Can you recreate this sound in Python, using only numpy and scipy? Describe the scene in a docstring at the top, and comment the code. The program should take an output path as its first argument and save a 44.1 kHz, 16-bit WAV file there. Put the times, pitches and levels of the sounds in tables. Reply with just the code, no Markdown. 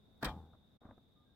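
"""A bowstring slips off an archer's glove and snaps home, close by in an open field. The arrow scrapes
past the bow, rings and swishes away, the limbs thump and ring in their damped modes, and the string
hums and buzzes out in free vibration. After a brief near-silence the next arrow is handled with soft
knocks. Low air, insects and a far bird lie behind."""
import sys
import numpy as np
from scipy import signal
from scipy.fft import rfft, irfft, next_fast_len
from scipy.io import wavfile
from scipy.ndimage import map_coordinates

SR = 44100
rng = np.random.default_rng(int(sys.argv[2]) if len(sys.argv) > 2 else 0)


def inscribe(sig):
    """Save sig as 16-bit PCM at rate SR to the path in sys.argv[1].

    A 1-D sig is mono; a 2-D sig holds one channel per row.
    Samples are clipped to [-1, 1] before scaling.
    """
    pcm = np.round(np.clip(np.atleast_2d(sig).T, -1, 1) * 32767)
    wavfile.write(sys.argv[1], SR, pcm.astype(np.int16))


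N = 59535

# spectrum of a bright click: f/Hz, relative level/dB
CLICK_SPECTRUM = [(500, -25), (2500, -10), (4400, 2), (7000, -6), (8500, -2), (10500, -8), (13000, -2),
                  (16000, -4)]
# left-right coherence of the open field: f/Hz, correlation
FIELD_COHERENCE = [(60, .75), (130, .7), (300, .55), (650, .35), (1500, .3), (3500, .15), (7000, 0)]
# left-right coherence of sounds at the bow: f/Hz, correlation
BOW_COHERENCE = [(200, .99), (650, .95), (1400, .75), (2000, .3), (2600, -.1), (4500, -.3), (7000, -.1),
                 (14000, 0)]


def amp(db):
    """Amplitude ratio of a level in decibels."""
    return 10 ** (np.asarray(db) / 20)


def unit_rms(x):
    """Normalisation to unit mean power."""
    return x / np.sqrt(np.mean(x ** 2) + 1e-20)


def since(start):
    """Time/s elapsed since start, zero before it."""
    return np.maximum(np.arange(N) / SR - start, 0)


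def along(points, hz):
    """Interpolation of (f/Hz, value) points on a logarithmic frequency axis."""
    f, values = np.transpose(points)
    return np.interp(np.log(hz + 1), np.log(f + 1), values)


def filtered(x, response):
    """Linear filtering: the spectrum of x is multiplied by a frequency response."""
    size = next_fast_len(N + 4096, True)
    return irfft(rfft(x, size) * response(np.fft.rfftfreq(size, 1 / SR)), size)[..., :N]


def wobble(rate):
    """Random offset: a smooth curve through Gaussian knots, crossing only rate/SR knots a second, so nearly
    constant."""
    return map_coordinates(rng.standard_normal(N // 8), [since(0) * rate / SR])


def pan(left_db):
    """Level difference between the channels, left over right, as two gains."""
    return amp(np.array([[left_db], [-left_db]]) / 2)


def noise(spectrum, coherence):
    """Coloured stereo noise of unit rms; the ratio of mid to side sets its coherence."""
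    def response(hz):
        angle = np.arccos(np.clip(along(coherence, hz), -1, 1)) / 2
        return amp(along(spectrum, hz)) * [np.cos(angle), np.sin(angle)]
    mid, side = filtered(rng.standard_normal((2, N)), response)
    return unit_rms(np.array([mid + side, mid - side]))


def envelope(start, attack, hold, t60, db):
    """Exponential decay, 60 dB in t60, after a smooth rise and a hold (all times in s)."""
    rise = np.sin(np.pi / 2 * np.minimum(since(start) / (attack + 1e-6), 1)) ** 2
    return amp(db) * rise * np.exp(-np.log(1000) * since(start + attack + hold) / t60)


def ring(modes, start, attack, jitter_rad):
    """Superposition of damped modes struck together, each with a small random phase offset."""
    return sum(envelope(start, attack, 0, t60, db)
               * np.sin(2 * np.pi * hz * since(start) + jitter_rad * wobble(90))
               for hz, db, t60 in modes)


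def air():
    """Moving air gives broadband noise, strongest at low frequencies and drifting in level."""
    # spectrum of the air: f/Hz, relative level/dB
    spectrum = [(20, -20), (40, -5), (85, 0), (170, -3), (250, -4), (350, -12), (700, -15.5), (1000, -23),
                (1500, -26), (1900, -32), (2700, -35), (4400, -35), (6000, -41), (10000, -45), (11500, -40),
                (15500, -42)]
    # slow drift: t/s, level/dB
    drift = [(0, -67), (.17, -65.5), (.58, -68.5), (.72, -66.5), (.85, -68), (1.35, -69.3)]
    level_db = np.interp(since(0), *np.transpose(drift)) + 1.2 * wobble(25)
    return amp(level_db) * noise(spectrum, FIELD_COHERENCE) * pan(left_db=1.3)


def insects():
    """An insect chorus is narrow-band noise at a nearly steady level."""
    # band of the chorus: f/Hz, relative level/dB
    spectrum = [(2600, -50), (3200, -22), (3450, -6), (3680, 0), (3830, -4), (4020, -21), (4600, -50)]
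    level_db = -79 + 1.3 * wobble(60)
    return amp(level_db) * noise(spectrum, FIELD_COHERENCE) * pan(left_db=.4)


def bird():
    """A far bird whistles two nearly pure tones."""
    # whistles: t/s, duration/s, f/Hz, level/dB
    notes = [(1.152, .088, 1211, -78), (1.25, .12, 1604, -87)]
    return sum(envelope(start, attack=.015, hold=length - .02, t60=.08, db=db)
               * np.sin(2 * np.pi * hz * since(start) + .2 * wobble(40))
               for start, length, hz, db in notes)


def wash():
    """Reverberation: an airy wash from the field decays exponentially after the snap."""
    return envelope(.27, attack=.04, hold=0, t60=.75, db=-79) * noise(CLICK_SPECTRUM, FIELD_COHERENCE)


def scatter(x, t60, db):
    """Diffuse scattering by grass and ground: convolution with a short tail of decaying noise."""
    decay = envelope(.004, attack=.004, hold=0, t60=t60, db=0)[:SR // 2]
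    tail = rng.standard_normal((2, SR // 2)) * decay
    return amp(db) * signal.fftconvolve(x, tail / np.linalg.norm(tail[0]), axes=1)[:, :N]


def ticks():
    """Light contacts of arrow and clothing are brief, hence broadband, transients."""
    # contacts: t/s, level/dB
    contacts = [(.179, -81), (.972, -86), (.984, -85), (1.003, -86), (1.031, -85), (1.121, -86),
                (1.135, -82)]
    bursts = sum(envelope(start, attack=.0003, hold=.0005, t60=.015, db=db) for start, db in contacts)
    return bursts * noise(CLICK_SPECTRUM, FIELD_COHERENCE)


def handling():
    """Soft impacts of hand, sleeve and arrow excite damped modes of the bow; cloth friction rustles."""
    # knocks: t/s, tap level/dB, thud level/dB, t60/s
    knocks = [(.532, -60, -59, .07), (.548, -62, -63, .04), (.816, -57, -68, .025), (.832, -66, -72, .05),
              (.853, -50, -51, .028), (.863, -58, -55, .035), (.885, -61, -64, .04), (.890, -64, -49, .06),
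              (.9105, -52, -57, .03), (.921, -62, -57, .05), (.978, -59, -56, .04)]
    # spectrum of taps and rustle: f/Hz, relative level/dB
    dull_spectrum = [(100, -12), (220, 3), (400, -4), (600, -2), (800, -6), (1200, -5), (1700, -18),
                     (2200, -30), (3000, -42), (8000, -50)]
    # modes of a thud: f/Hz, relative level/dB
    thud_modes = [(110, 0), (230, -1)]
    rustle = envelope(.80, attack=.04, hold=.07, t60=.18, db=-65) * noise(dull_spectrum, BOW_COHERENCE)
    impacts = 0
    for start, tap_db, thud_db, t60 in knocks:
        modes = [(hz, db + thud_db, t60) for hz, db in thud_modes]
        thud = ring(modes, start, attack=.001, jitter_rad=.4)
        tap = envelope(start, .0007, 0, t60, tap_db) * noise(dull_spectrum, BOW_COHERENCE)
        impacts = impacts + thud + tap
    return (rustle + impacts) * pan(left_db=1.2)


def string_hum():
    """Free vibration of the string: a fundamental, its harmonics and a buzz pulsed once a cycle."""
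    # overtones: harmonic number, level re fundamental/dB
    overtones = [(2, -11), (3, -17), (10, -20)]
    # spectrum of the buzz: f/Hz, relative level/dB
    buzz_spectrum = [(60, -25), (120, 0), (210, 0), (330, -7), (520, -8), (630, -15), (730, -13), (815, -3),
                     (900, -13), (1100, -18), (1450, -22), (1900, -36), (2600, -44), (3500, -38),
                     (5000, -46), (15000, -52)]
    start, fundamental_hz, pulse_depth = .28, 80.7, .55
    phase = 2 * np.pi * fundamental_hz * since(start) + .12 * wobble(25)
    tone = np.sin(phase) + sum(amp(db + 2.5 * wobble(25)) * np.sin(k * phase) for k, db in overtones)
    pulsed_noise = (1 + pulse_depth * np.cos(phase)) * noise(buzz_spectrum, BOW_COHERENCE)
    hum = envelope(start, attack=.035, hold=.07, t60=.53, db=-49) * tone
    buzz = envelope(start, attack=.03, hold=.07, t60=.5, db=-55) * pulsed_noise
    return (hum + buzz) * pan(left_db=1.4)


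def bow_limbs():
    """Elastic recoil: the limbs spring forward with a deep thump and ring in their normal modes."""
    # modes of limbs and riser: f/Hz, level/dB, t60/s
    modes = [(137, -42, .42), (200, -43, .36), (273, -41, .25), (299, -46, .3), (373, -46, .18),
             (402, -47, .2)]
    recoil_start, recoil_hz = .244, 51
    swing = np.sin(2 * np.pi * recoil_hz * since(recoil_start))
    thump = envelope(recoil_start, attack=.032, hold=.006, t60=.14, db=-38) * swing
    return (thump + ring(modes, start=.227, attack=.003, jitter_rad=.3)) * pan(left_db=1.3)


def arrow():
    """Friction and impact: the shaft scrapes, rattles and rings on the bow, then swishes off left."""
    # spectra of the rubbing, the rattle and the flight: f/Hz, relative level/dB
    scrape_spectrum = [(900, -20), (1600, -10), (2400, -1), (2850, -13), (3200, 6), (3500, 3), (4000, 0),
                       (4500, -3), (5500, -8), (6800, -23), (8200, -7), (9300, -20), (10200, -27),
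                       (12000, -18), (15500, -21)]
    rattle_spectrum = [(100, -14), (150, 1), (500, -1), (950, 0), (1400, 0), (1900, -4), (2200, -16),
                       (2400, -9), (2850, -25), (3200, -15), (4500, -22), (6800, -36), (8200, -31),
                       (10500, -43), (15000, -37)]
    swish_spectrum = [(1500, -20), (2750, -14), (3200, 0), (3650, -4), (4200, -11), (5000, -16),
                      (7000, -26), (8500, -25), (10500, -33), (12000, -28), (15000, -29)]
    # modes of the shaft: f/Hz, level/dB, t60/s
    modes = [(545, -49, .2), (646, -52, .2), (748, -47, .19), (851, -47, .28), (885, -46, .16),
             (997, -51, .16), (1109, -49, .21), (1219, -49, .17), (1410, -53, .08), (1545, -53, .07),
             (1645, -54, .06), (1870, -51, .075), (2381, -52, .09), (3140, -59, .08)]
    # blows to the shaft: t/s, relative level/dB
    hits = [(.236, -1), (.267, 0), (.286, -7)]

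    def rough(spectrum, depth_db):
        """Noise of unit rms under a nearly steady random gain."""
        return unit_rms(amp(depth_db * wobble(450))) * noise(spectrum, BOW_COHERENCE)

    scrape = envelope(.2435, attack=.008, hold=.005, t60=.034, db=-38.5) * rough(scrape_spectrum, 2.5)
    rattle = envelope(.222, attack=.015, hold=.037, t60=.11, db=-41) * rough(rattle_spectrum, 3)
    swish = envelope(.268, attack=.02, hold=.007, t60=.11, db=-55) * rough(swish_spectrum, 2.2)
    shaft = sum(amp(db) * ring(modes, start, attack=.002, jitter_rad=.33) for start, db in hits)
    return scrape + rattle + swish * pan(left_db=3) + shaft


def string_snap():
    """Impulsive excitation: the string slips off the glove, then each contact cracks and clicks."""
    # contacts of string and arrow: t/s, crack level/dB, click level/dB, t60/s, click left over right/dB
    contacts = [(.2268, -35, -64, .02, 2), (.2292, -44, -49, .007, 9), (.2312, -32, -51, .009, 0),
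                (.2452, -46, -40, .016, -4), (.2585, -58, -53, .025, 3)]
    # spectrum of a woody crack: f/Hz, relative level/dB
    crack_spectrum = [(100, -28), (170, -7), (260, 6), (600, -3), (1100, 1), (1600, -1), (2300, -17),
                      (2900, -24), (3700, -9), (5000, -20), (7000, -33), (10000, -42), (16000, -46)]
    friction = noise(crack_spectrum, BOW_COHERENCE) + amp(-14) * noise(CLICK_SPECTRUM, BOW_COHERENCE)
    slip = envelope(.205, attack=.024, hold=.002, t60=.03, db=-55) * friction
    impacts = 0
    for start, crack_db, click_db, t60, left_db in contacts:
        burst = envelope(start, attack=.0005, hold=.001, t60=t60, db=0)
        crack = amp(crack_db) * noise(crack_spectrum, BOW_COHERENCE)
        click = amp(click_db) * noise(CLICK_SPECTRUM, BOW_COHERENCE) * pan(left_db)
        impacts = impacts + burst * (crack + click)
    return slip + impacts


def scene():
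    """Superposition of field and archer; the shot reaches each channel with a different colour."""
    # level difference of the shot: f/Hz, left over right/dB
    balance = [(60, 2), (200, 1.1), (1200, 1), (1800, 1.5), (2750, 7), (4200, 0), (6400, -2.5), (9800, .5),
               (15000, 4)]
    shot = filtered(string_snap() + arrow(), lambda hz: amp(np.outer([.5, -.5], along(balance, hz))))
    archer = shot + bow_limbs() + string_hum() + handling() + ticks()
    field = air() + insects() + bird() + wash() + scatter(shot, t60=.28, db=-25)
    return field + archer


def record(dry):
    """Attenuation and band limiting: the level dips briefly to near silence; the top treble is cut."""
    # the dip: t/s, gain/dB
    dip = [(.768, 0), (.776, -16), (.785, -50), (.801, -60), (.806, -8), (.811, 0)]
    cutoff_hz = 15850
    gain = amp(np.interp(since(0), *np.transpose(dip)))
    return filtered(dry * gain, lambda hz: hz < cutoff_hz)


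dry = scene()
out = record(dry)
inscribe(out)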